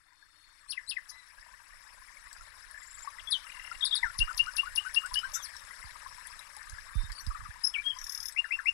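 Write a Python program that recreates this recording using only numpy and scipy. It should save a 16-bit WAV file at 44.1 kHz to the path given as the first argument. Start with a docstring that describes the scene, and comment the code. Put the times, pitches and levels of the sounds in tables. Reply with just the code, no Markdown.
"""Rumble conducted through the recorder (right) and trickling water (left) begin; an insect drones briefly.
A songbird's gliding sines and octaves follow: tumbles, buzzes, chips, hooks, chants, clucks, a trill and
three closing flourishes. Two china clinks ring their modes on the right; a far bird pulses once; bumps
sweep down by dispersion. Close echoes and decaying noise tails set the left outdoors; the right gets only
a dull, late leak of it."""
import sys
import numpy as np
from scipy import signal
from scipy.fft import rfft, irfft, next_fast_len
from scipy.io import wavfile
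from scipy.ndimage import uniform_filter1d, map_coordinates

SR = 44100
rng = np.random.default_rng(int(sys.argv[2]) if len(sys.argv) > 2 else 0)


def log_audio(samples):
    """Write samples as a 16-bit WAV file to the path given in sys.argv[1]."""
    # one column per channel
    frames = np.atleast_2d(samples).T
    # limit to full scale, then quantise
    limited = np.clip(frames, -1, 1)
    pcm = np.round(limited * 32767).astype(np.int16)
    wavfile.write(sys.argv[1], SR, pcm)


N = 384993

# Strength of the water flow over time, before the gain of each layer: t/s, level/dB
FLOW = [(0.0, -71), (.51, -65.5), (1.24, -61), (1.95, -59.5), (3.1, -55.5), (3.95, -52.5), (5.44, -52),
        (5.79, -53.5), (8.02, -56.5), (8.73, -57.5)]
# Decay of the dense scatter off nearby foliage: f/Hz, t60/s
LEAVES = [(1000, 0.029), (5000, 0.081), (12000, 0.07)]
# When each chant is sung: t/s, level change/dB, pitch shift/semitones
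CHANTS = [(4.1887, -0.47, -.1), (4.3777, .6, 0.043), (4.567, -1.3, -0.2), (4.7596, -1.1, 0.3),
          (4.9459, -0.82, -0.09), (5.1415, 0.39, 0.89)]


def amp(db):
    """Level to amplitude: 20 dB is a factor of ten."""
    return 10 ** (np.asarray(db) / 20)


def unit(x):
    """Normalisation to an rms amplitude of 1."""
    return x / np.sqrt(np.mean(x ** 2) + 1e-20)


def along(points, hz):
    """Interpolation of (f/Hz, value) points on a logarithmic frequency axis."""
    f, v = np.transpose(points)
    return np.interp(np.log(hz + 1), np.log(f + 1), v)


def curves(rows):
    """Linear envelopes: one value per sample for each column after the time."""
    s, *columns = np.transpose(rows)
    return [np.interp(np.arange(N) / SR, s, column) for column in columns]


def wobble(rate):
    """Smooth random modulation: a spline through normal draws, rate knots a second."""
    knots = rng.standard_normal(int(N * rate / SR) + 4)
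    return map_coordinates(knots, [np.arange(N) * rate / SR])


def filtered(x, response):
    """Linear filtering: the spectrum times a complex frequency response."""
    m = next_fast_len(N + SR // 2)
    return irfft(rfft(x, m) * response(np.fft.rfftfreq(m, 1 / SR)), m)[..., :N]


def noise(spectrum, patchy_db):
    """Coloured noise of rms 1, its short-time spectrum patched with random gain."""
    z = signal.stft(rng.standard_normal(N), nperseg=256)[2]
    field = uniform_filter1d(rng.standard_normal(z.shape), size=4, axis=0)
    field = uniform_filter1d(field, size=5, axis=1)
    x = signal.istft(z * amp(patchy_db * unit(field)), nperseg=256)[1][:N]
    return unit(filtered(x, lambda hz: amp(along(spectrum, hz))))


def add(track, s, sound):
    """Superposition: mixes a sound into the track from time s on."""
    part = track[max(round(s * SR), 0):][:len(sound)]
    part += sound[:len(part)]


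def paths(taps):
    """Multipath propagation: the summed response of delayed copies."""
    return lambda hz: sum(amp(db) * np.exp(-2j * np.pi * hz * delay) for delay, db in taps)


def yard(x, decay):
    """Diffuse reverberation: a noise tail in which each frequency decays at its own rate."""
    hz, t, z = signal.stft(rng.standard_normal(SR // 2), SR, nperseg=128)
    t60 = along(decay, hz)[:, None]
    tail = signal.istft(z * amp(-60 * t / t60), SR, nperseg=128)[1]
    delayed = np.pad(x, (60, 0))  # samples
    return signal.fftconvolve(delayed, tail / np.linalg.norm(tail))[:N]


def handling():
    """Structure-borne sound: rumble in the recorder's body, and dispersive bumps, treble first."""
    # Rumble over time, before a common gain: t/s, level/dB
    rumble = [(0.0, -83.5), (.78, -73.5), (2.33, -66), (3.01, -66.5), (4.18, -59), (4.91, -63),
              (6.59, -62.5), (7.17, -56), (7.37, -51), (7.6, -64.5), (8.73, -65.5)]
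    # Relative spectrum of the rumble: f/Hz, level/dB
    rumble_colour = [(7, -21), (14, 4), (36, 4.5), (89, -9.5), (163, -26.5), (265, -38), (450, -53),
                     (900, -62), (2000, -120)]
    # Shifting fingers swell the rumble: t/s, gain at the peak/dB
    shuffles = [(.28, 7), (.5, 4), (2.16, 5), (4.06, 14), (4.45, 11), (5.14, 10.5), (5.3, 8), (6.73, 16),
                (7.12, 12), (7.43, 14.5), (8.22, 9.5)]
    # Knocks on the case, before a common gain: t/s, level/dB, f about 42 ms in/Hz, swell time/s
    knocks = [(4.189, -26, 31, 0.04), (5.842, -41.5, 34.4, 0.023), (6.954, -21, 33.5, 0.036),
              (7.031, -36.5, 48.6, 0.02), (7.271, -24, 31, .02), (7.486, -38.5, 35.4, 0.014)]
    shuffle_s, case_hz = .034, 242  # half width of a swell at 1/e; corner of the case's two-pole low-pass
    level_db, = curves(rumble)
    swell_db = sum(db * np.exp(-((np.arange(N) / SR - s) / shuffle_s) ** 2) for s, db in shuffles)
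    out = amp(level_db + swell_db + 6.5 + 2.15 * wobble(12)) * noise(rumble_colour, patchy_db=3.0)
    t, bumps = np.arange(SR // 3) / SR, np.zeros(N)
    for s, db, hz, swell in knocks:
        # bending waves disperse: the pitch keeps falling as slower waves arrive
        phase = 2 * np.pi * np.cumsum(hz * (0.044 / (t + 0.0019)) ** 0.65) / SR
        onset = 1 - np.exp(-t / 0.00067)
        size = onset * (0.33 + t / swell) * np.exp(-(t / swell) ** 2.28 / 2)
        add(bumps, s, amp(db + 3.5) * size * np.sin(phase))
    return out + filtered(bumps, lambda hz: 1 / (1 + 1j * hz / case_hz) ** 2)


def bubble(hz, t60, rise):
    """Bubble resonance: a damped sine whose pitch climbs as the bubble nears the surface."""
    t = np.arange(round(t60 * SR)) / SR
    tone = np.sin(2 * np.pi * hz * t * (1 + rise * t / t60))
    return tone * amp(-60 * t / t60) * (1 - np.exp(-t / 0.0019))


def grains(count, hz, spread, cycles, size_db):
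    """Random superposition of bubbles, log-normal in pitch, few loud among many faint; rms 1."""
    track = np.zeros(N)
    for when, pitch, size in zip(rng.random(count), rng.standard_normal(count), rng.exponential(1, count)):
        f = np.clip(hz * np.exp(spread * pitch), 300, 13000)
        add(track, when * N / SR, amp(size_db * min(size, 3.5)) * bubble(f, cycles / f, 0.17))
    return unit(track)


def trickle():
    """Turbulent flow: noise and massed bubbles in a gurgling and a fizzing band follow the flow."""
    # Relative spectrum of the gurgle: f/Hz, level/dB
    gurgle = [(210, -24.5), (350, -34), (565, -17), (749, -18.5), (992, -4.5), (1420, -6.5), (1730, 0),
              (2590, -12), (3150, -19.5), (3300, -44), (4290, -32), (7260, -120)]
    # Relative spectrum of the fizz: f/Hz, level/dB
    fizz = [(2600, -35.5), (3200, -8), (3900, -4.5), (4400, -7), (5300, 1.5), (6000, -8), (6800, -10),
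            (8000, -2.5), (9200, -9), (10300, -1.5), (11300, -10), (12000, -25), (12700, -11.5),
            (14500, -37), (15700, -24)]
    flow_db, = curves(FLOW)
    surge = wobble(2.98)
    bubbles = grains(count=900, hz=1562, spread=0.3145, cycles=65.0, size_db=3.5)
    bubbles = unit(filtered(bubbles, lambda hz: amp(along(gurgle, hz))))
    low = noise(gurgle, patchy_db=3.5) + amp(-5.0) * bubbles
    spray = grains(count=1500, hz=7370, spread=0.436, cycles=9.3, size_db=12)
    spray = unit(filtered(spray, lambda hz: amp(along(fizz, hz))))
    high = noise(fizz, patchy_db=4.0) + amp(-12.5) * spray
    return amp(flow_db + 5 + 0.54 * surge) * low + amp(flow_db + 2.17 + 0.43 * surge) * high, fizz


def drips(out):
    """Single bubble resonances: smaller, higher bubbles are damped sooner."""
    # The loudest drips, before a common gain: t/s, level/dB, initial f/Hz
    falls = [(.225, -50.5, 1630), (1.381, -46.5, 1630), (1.539, -45.5, 1730), (2.169, -43, 2170),
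             (2.269, -44.5, 1970), (2.408, -45.5, 1340), (2.743, -40, 1676), (2.775, -39.5, 1705),
             (2.819, -44, 1970), (3.045, -46, 889), (3.074, -31.5, 1102), (3.184, -38, 1950),
             (3.499, -39, 2400), (3.714, -33, 1350), (4.309, -32, 1300), (4.632, -34.5, 1086),
             (5.157, -34.5, 1660), (5.709, -38, 1950), (5.827, -40.5, 2020), (5.891, -44, 1744),
             (6.061, -38.5, 1047), (6.181, -46, 976), (6.568, -48.5, 840), (6.784, -36, 1650),
             (7.506, -39, 1690), (7.558, -48, 967)]
    for s, db, hz in falls:
        t60 = .055 * (1000 / hz) ** 0.75  # 55 ms at 1 kHz
        add(out, s, amp(db + 10.5) * bubble(hz, t60, 0.075))


def splash_ticks(fizz):
    """Impact sound: a noisy snap with a brief ring, coloured like the fizz and scattered by leaves."""
    # Splash ticks, before a common gain: t/s, level/dB, f of the ring/Hz
    ticks = [(2.329, -36, 7800), (2.7108, -39, 10440), (4.1335, -48, 10100), (5.0603, -33.5, 8290),
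             (5.1894, -33.5, 5110), (5.566, -36, 5460), (6.27, -35, 9900), (6.3923, -34.5, 3880),
             (6.5657, -36.5, 9900), (6.6968, -34.5, 6500), (6.9521, -45, 10200), (7.119, -35, 4660),
             (7.266, -34.5, 4960), (8.3235, -38, 8040)]
    snaps, t = np.zeros(N), np.arange(400) / SR
    for s, db, hz in ticks:
        size = amp(db + 11.5 - 60 * t / 0.0094) * (1 - np.exp(-t / 0.0004))
        add(snaps, s, size * (0.95 * rng.standard_normal(len(t)) + np.sin(2 * np.pi * hz * t)))
    snaps = filtered(snaps, lambda hz: amp(along(fizz, hz)))
    return snaps + amp(-2) * yard(snaps, LEAVES)


def water():
    """Superposition of the steady trickle, its loudest drips and its splash ticks."""
    out, fizz = trickle()
    drips(out)
    return out + splash_ticks(fizz)


def hum():
    """Stationary low-frequency noise, faint beneath the left channel."""
    colour = [(15, 2.5), (100, -6.0), (260, -24), (300, -3.5), (340, -15.5), (700, -37.0)]  # f/Hz, level/dB
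    return amp(-75.5) * noise(colour, patchy_db=-0.5)


def hiss():
    """Amplitude-modulated noise: a faint hiss on the right that follows the flow."""
    colour = [(200, -5), (600, -11), (1500, -8), (3000, -12.5), (8000, -22.5), (15000, -42)]  # f/Hz, level/dB
    return amp(curves(FLOW)[0] - 23.5) * noise(colour, patchy_db=-0.5)


def insect():
    """Narrow-band noise: its slow random beating gives a faint fuzzy drone that soon stops."""
    # The drone over time, before a random flutter: t/s, level/dB
    drone = [(.05, -76), (.15, -68.5), (.5, -63), (.62, -67), (.7, -110)]
    # Gaussian bands of the drone: f/Hz, width/Hz, relative level/dB
    drone_bands = [(4350, 89, -2), (3600, 180, -9)]
    level_db, = curves(drone)

    def bands(f):
        return sum(amp(db) * np.exp(-((f - hz) / width) ** 2) for hz, width, db in drone_bands)
    return amp(level_db + 2.2 * wobble(26.1)) * unit(filtered(rng.standard_normal(N), bands))


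def whistle(tone, octave, s, length, hz, db, octave_db):
    """Frequency modulation in the syrinx: a gliding sine and its octave, faded in and out."""
    edge = np.clip(.2 * length, .001, .005)
    t = np.arange(round((length + edge) * SR)) / SR
    knots = np.linspace(.08, .92, len(hz)) * t[-1]
    pitch = np.polyval(np.polyfit(knots, hz, len(hz) - 1), t)  # a smooth arch through the points
    level = uniform_filter1d(np.interp(t, knots, db), len(t) // 6 + 1, mode="nearest")
    phase = 2 * np.pi * np.cumsum(pitch) / SR
    fade = np.sqrt(2) * np.sin(np.pi / 2 * np.clip(np.minimum(t, t[-1] - t) / edge, 0, 1)) ** 2
    add(tone, s - edge / 2, fade * amp(level) * np.sin(phase))
    add(octave, s - edge / 2, fade * amp(octave_db) * np.sin(2 * phase))


def syllables(tone, octave):
    """Repetition with variation: most patterns recur, shifted in level and pitch; sweeps are sung once."""
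    # Glides of each syllable, one note a row: t after its start/s, length/s,
    # f at 4 even steps/Hz (4 columns), level at those steps/dB (4 columns), octave level/dB
    tumble = [(0, .029, 4090, 4160, 4520, 5450, -58, -42.5, -37.5, -30.5, -46),
              (.0295, .022, 5180, 4200, 3110, 2730, -45, -35.5, -34.5, -35, -50.5)]
    landing = [(0, .04, 2633, 2616, 2634, 2450, -37.5, -47, -60, -43, -61),
               (.0405, .02, 2194, 1983, 1860, 1600, -34, -26.5, -35.5, -40, -72)]
    chip = [(0.00094, .023, 6880, 7450, 7650, 8500, -50, -52.5, -56.5, -66, -76)]
    hook = [(-.001, 0.0089, 3630, 3710, 3700, 3720, -33, -27, -29, -36, -60),
            (.011, 0.0228, 3230, 3330, 3468, 3730, -32, -26.5, -18.5, -20, -57),
            (.042, .03, 5130, 4240, 3850, 3570, -25, -29.5, -33, -32, -37)]
    chant = [(.015, .024, 2786, 2757, 2843, 2873, -26, -23.5, -23, -22, -52),
             (.0905, .032, 1218, 1466, 1490, 1400, -35, -37, -30.5, -53, -54)]
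    cluck = [(0, 0.0189, 1410, 1203, 1145, 1110, -41, -43.5, -39.5, -43, -60.5)]
    flourish = [(0, 0.0096, 2100, 2075, 2204, 2300, -43, -29.5, -26.5, -48, -70),
                (.013, 0.031, 2400, 2707, 2754, 2756, -25, -27.5, -22.5, -32.5, -46),
                (.083, .019, 1820, 1530, 1380, 1365, -22.5, -39, -35, -61, -65)]
    # Loud notes sung once: the same columns, with t from the start of the scene
    sweeps = [(3.31, 0.056, 4970, 3720, 3180, 2990, -33, -20.5, -28, -34, -38.5),
              (4.031, 0.073, 1997, 1520, 1376, 1410, -20, -34, -32, -33, -71),
              (7.639, 0.037, 5064, 5370, 5420, 5210, -27, -21, -33.5, -24, -46),
              (7.74, 0.057, 3130, 2320, 2230, 2400, -30.5, -29.5, -41, -26, -65),
              (7.84, 0.079, 3200, 3266, 3307, 3170, -41, -29, -34, -28, -80)]
    # When each syllable is sung: t/s, level change/dB, pitch shift/semitones
    tumbles = [(.683, -2, 0.41), (.872, 0.5, -0.395)]
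    landings = [(.734, -1.5, .1), (.926, 1.3, -0.11)]
    chips = [(2.79, -4, -.1), (2.826, 3.5, 0.16), (2.866, 3.5, -.1), (2.905, 2, .2), (2.942, 6, .4),
             (2.98, 5, -.2), (3.021, 6, -0.24)]
    hooks = [(3.81, -0.27, -0.057), (3.9121, 0.48, 0.057)]
    clucks = [(7.306, 0.52, -0.12), (7.348, 1.6, 0.36), (7.404, -1.1, -0.56), (7.452, 0.8, 0.4)]
    flourishes = [(8.361, -0.96, 0.27), (8.507, 0.29, -0.24), (8.656, 0.25, .1)]
    repertoire = [(tumble, tumbles), (landing, landings), (chip, chips), (hook, hooks), (chant, CHANTS),
                  (cluck, clucks), (flourish, flourishes), (sweeps, [(0, 0, 0)])]
    for pattern, sung in repertoire:
        for s, db, semitones in sung:
            for after, length, *rest in np.array(pattern):
                hz = np.multiply(rest[:4], 2 ** (semitones / 12))
                whistle(tone, octave, s + after, length, hz, np.add(rest[4:8], db), rest[8] + db)


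def buzzes(tone, octave):
    """Wide frequency modulation: a fast uneven warble smears the pitch into a band."""
    # Buzzes: t/s, length/s, centre f/Hz, mean level/dB, octave relative to the tone/dB
    rows = [(5.333, 0.038, 6800, -27, -12.5), (1.088, 0.022, 5700, -40.5, -12)]
    for s, length, hz, db, octave_db in rows:
        t = np.arange(round(length * SR)) / SR
        warble = np.sin(2 * np.pi * 370 * t + 1.63 * wobble(200.0)[:len(t)])
        phase = 2 * np.pi * np.cumsum(hz * (1 + 0.16 * warble)) / SR
        swell = amp(db - 3.3 * warble) * np.sin(np.pi * (t / length) ** 1.13)
        add(tone, s, swell * np.sin(phase))
        add(octave, s, amp(octave_db) * swell * np.sin(2 * phase))


def three_point_glides(tone, octave):
    """Glides through three pitches, each softer at its ends than on a straight ramp."""
    # Notes sung once, and the held end of the last chant's whistle: t/s, length/s,
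    # f at start, middle and end/Hz (3 columns), level at the middle/dB, end over start/dB, octave level/dB
    glides = [(1.111, 0.15, 1984, 2010, 1880, -57.5, -1.5, -56),
              (3.195, .009, 3600, 3140, 2450, -39, -1, -63),
              (3.273, 0.029, 3420, 3370, 3460, -33.5, -4, -64),
              (4.028, 0.035, 953, 930, 880, -38, -15, -37), (5.111, 0.02, 1013, 1010, 1030, -41, -13, -58),
              (5.175, .02, 2995, 2970, 2970, -25, -10, -46),
              (5.34, 0.084, 3480, 3700, 3300, -48.5, -2, -54),
              (5.356, 0.019, 1480, 1340, 1500, -37, 4, -48), (5.425, 0.038, 6420, 5300, 4130, -39, .3, -51),
              (6.929, .14, 3610, 3640, 3700, -52.5, 11, -66),
              (7.15, 0.049, 4390, 4660, 4300, -45.5, 6, -58), (7.201, .012, 5700, 5660, 6300, -42, 3, -51),
              (7.961, 0.026, 1050, 1030, 1200, -46.5, -11, -52)]
    swell_db = 1.5
    for s, length, *hz, db, tilt_db, octave_db in glides:
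        arch_db = np.array([-tilt_db / 2 - swell_db, 0, tilt_db / 2 - swell_db])
        whistle(tone, octave, s, length, hz, db + arch_db, octave_db)


def clinks():
    """Modal vibration: light taps on a china plate ring its modes at new strengths."""
    # Taps: t/s, level/dB
    taps = [(2.241, -59), (2.379, -57)]
    # Modes of the plate: f/Hz, level before a random change at each tap/dB, t60/s
    china = [(1066, -15, .25), (1620, -2, 0.18), (1940, 3, 0.27), (2900, -14, 0.16), (5316, -6, 0.18),
             (6360, -13, .12), (6630, -4, .2), (7200, -15, .15)]
    out, t = np.zeros(N), np.arange(SR // 4) / SR
    onset = 1 - np.exp(-t / .003)
    for s, db in taps:
        for hz, level, t60 in china:
            decay = amp(db + level + rng.normal(0, 2.8) - 60 * t / t60)
            add(out, s, decay * onset * np.sin(2 * np.pi * hz * t))
    return out


def pulses(start, step, count):
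    """Periodic train with chance on each pulse: (index, t/s, three normal draws)."""
    return [(k, start + k * step, *draw) for k, draw in enumerate(rng.standard_normal((count, 3)))]


def far_bird(tone, octave):
    """Pulse train of short downward glides, each joined by a lower voice: a distant bird."""
    for _, s, a, b, _ in pulses(start=3.467, step=.0256, count=12):
        hz, db = 2755 * (1 + .025 * a), -46.5 + 2.5 * b
        whistle(tone, octave, s, 0.0056, [hz * 1.024, hz * 0.954], [db, db], db - 42)
        whistle(tone, octave, s, 0.0073, [hz * .76, hz * 0.703], [db - 3 * a, db - 3 * a], db - 42)


def chant_snaps(tone, octave):
    """Rapid downward glide: a steep 7 ms drop opens each chant."""
    # The drop at even steps: f/Hz, relative level/dB
    snap_shape = [(6100, -6), (4880, -1), (4010, -13), (3350, -7)]
    shape_hz, shape_db = np.transpose(snap_shape)
    for s, db, _ in CHANTS:
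        whistle(tone, octave, s - .001, .007, shape_hz, -24.5 + db + shape_db, -38.5 + db)


def trill(tone, octave):
    """Pulse train: each pulse is a loud blip, a steep upward flick and a lower undertone."""
    for k, s, a, b, c in pulses(start=7.9872, step=.0269, count=12):
        early = np.exp(-k / 2.6)  # it starts softer and higher
        hz = 5387 * (.98 + 0.072 * early + 0.021 * a)
        db = -29 - 11 * early + 1.5 * (-1) ** k + 0.65 * b  # levels alternate from pulse to pulse
        octave_db = -45.5 - 4 * early + 3 * c
        whistle(tone, octave, s, 0.0026, [hz * 1.004, hz * 0.998], [db + 1.5, db + 0.5], octave_db - 4.5)
        whistle(tone, octave, s + 0.0018, 0.0026, [hz * 1.065, hz * 1.3], [db - 8, db - 9.5], octave_db)
        whistle(tone, octave, s + 0.00107, 0.0055, [hz * 0.65, hz * 0.68], [db - 21, db - 20.5], db - 38)


def outdoors(tone, octave):
    """Multipath propagation: tone and octave reach the microphone by different paths and tails."""
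    # Close echoes of the tone: delay/s, level/dB
    echoes = [(.004, -7), (.0062, -16), (.012, -16), (0.018, -16.5), (.027, -25)]
    # Several strong paths of the octave: relative delay/s, level before its colour/dB
    octave_paths = [(-.006, 2), (-.002, -1.5), (0, 5), (.006, 3.5), (.008, 1.5), (.012, -1.5)]
    # Colour of the octave, before a common gain: f/Hz, level/dB
    octave_colour = [(1500, -3.5), (5500, -10.5), (7400, -32), (8300, -2.5), (9200, 5.5), (10200, 14.5),
                     (11300, 3), (12000, -0.5), (12700, 4.5), (13800, -17), (15500, -34)]
    # Decay of the open yard: f/Hz, t60/s
    yard_decay = [(500, 0.082), (3000, 0.28), (6000, 0.21), (12000, 0.13)]
    direct = [(0.000062, 0.018)]  # delay/s, level/dB
    low = filtered(tone, paths(direct + list(echoes)))
    high = filtered(octave, lambda hz: amp(along(octave_colour, hz) - 8.0) * paths(octave_paths)(hz))
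    low += amp(-8) * yard(low, LEAVES) + amp(-18) * yard(low, yard_decay)
    return low + high + amp(-5.5) * yard(high, LEAVES) + amp(-18.0) * yard(high, yard_decay)


def birds():
    """Source and path: clear and hoarse voices, made unsteady, then propagated outdoors."""
    clear, hoarse = np.zeros((2, 2, N))  # each holds a tone and an octave track
    syllables(*clear)
    buzzes(*clear)
    three_point_glides(*clear)
    far_bird(*clear)
    chant_snaps(*hoarse)
    trill(*hoarse)
    rasp = amp(2.56 * np.array([wobble(1100), wobble(1300)]))  # fast random amplitude modulation
    unsteady = amp(1.2 * wobble(70))  # the voice is never quite steady
    tone, octave = (clear + rasp * hoarse) * unsteady
    return outdoors(tone, octave)


def leak(song, stream):
    """Transmission loss and delay: the right port gets a dull copy half a millisecond later."""
    loss = [(500, -50), (1500, -44.5), (3000, -37.5), (6000, -53), (10000, -69)]  # f/Hz, level/dB

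    def response(hz):
        return np.exp(-2j * np.pi * hz * .0005) * amp(along(loss, hz))
    return filtered(song + amp(1) * stream, response)


def scene():
    """Two-channel superposition: birds, water, insect and hum left; handling, clinks, leak and hiss right."""
    stream = water()
    song = birds()
    left = song + stream + insect() + hum()
    right = handling() + clinks() + leak(song, stream) + hiss()
    return np.array([left, right])


def record(dry):
    """Band limitation: the recorder keeps nothing from 15.72 kHz up."""
    return filtered(dry, lambda hz: hz < 15720)


dry = scene()
out = record(dry)
log_audio(out)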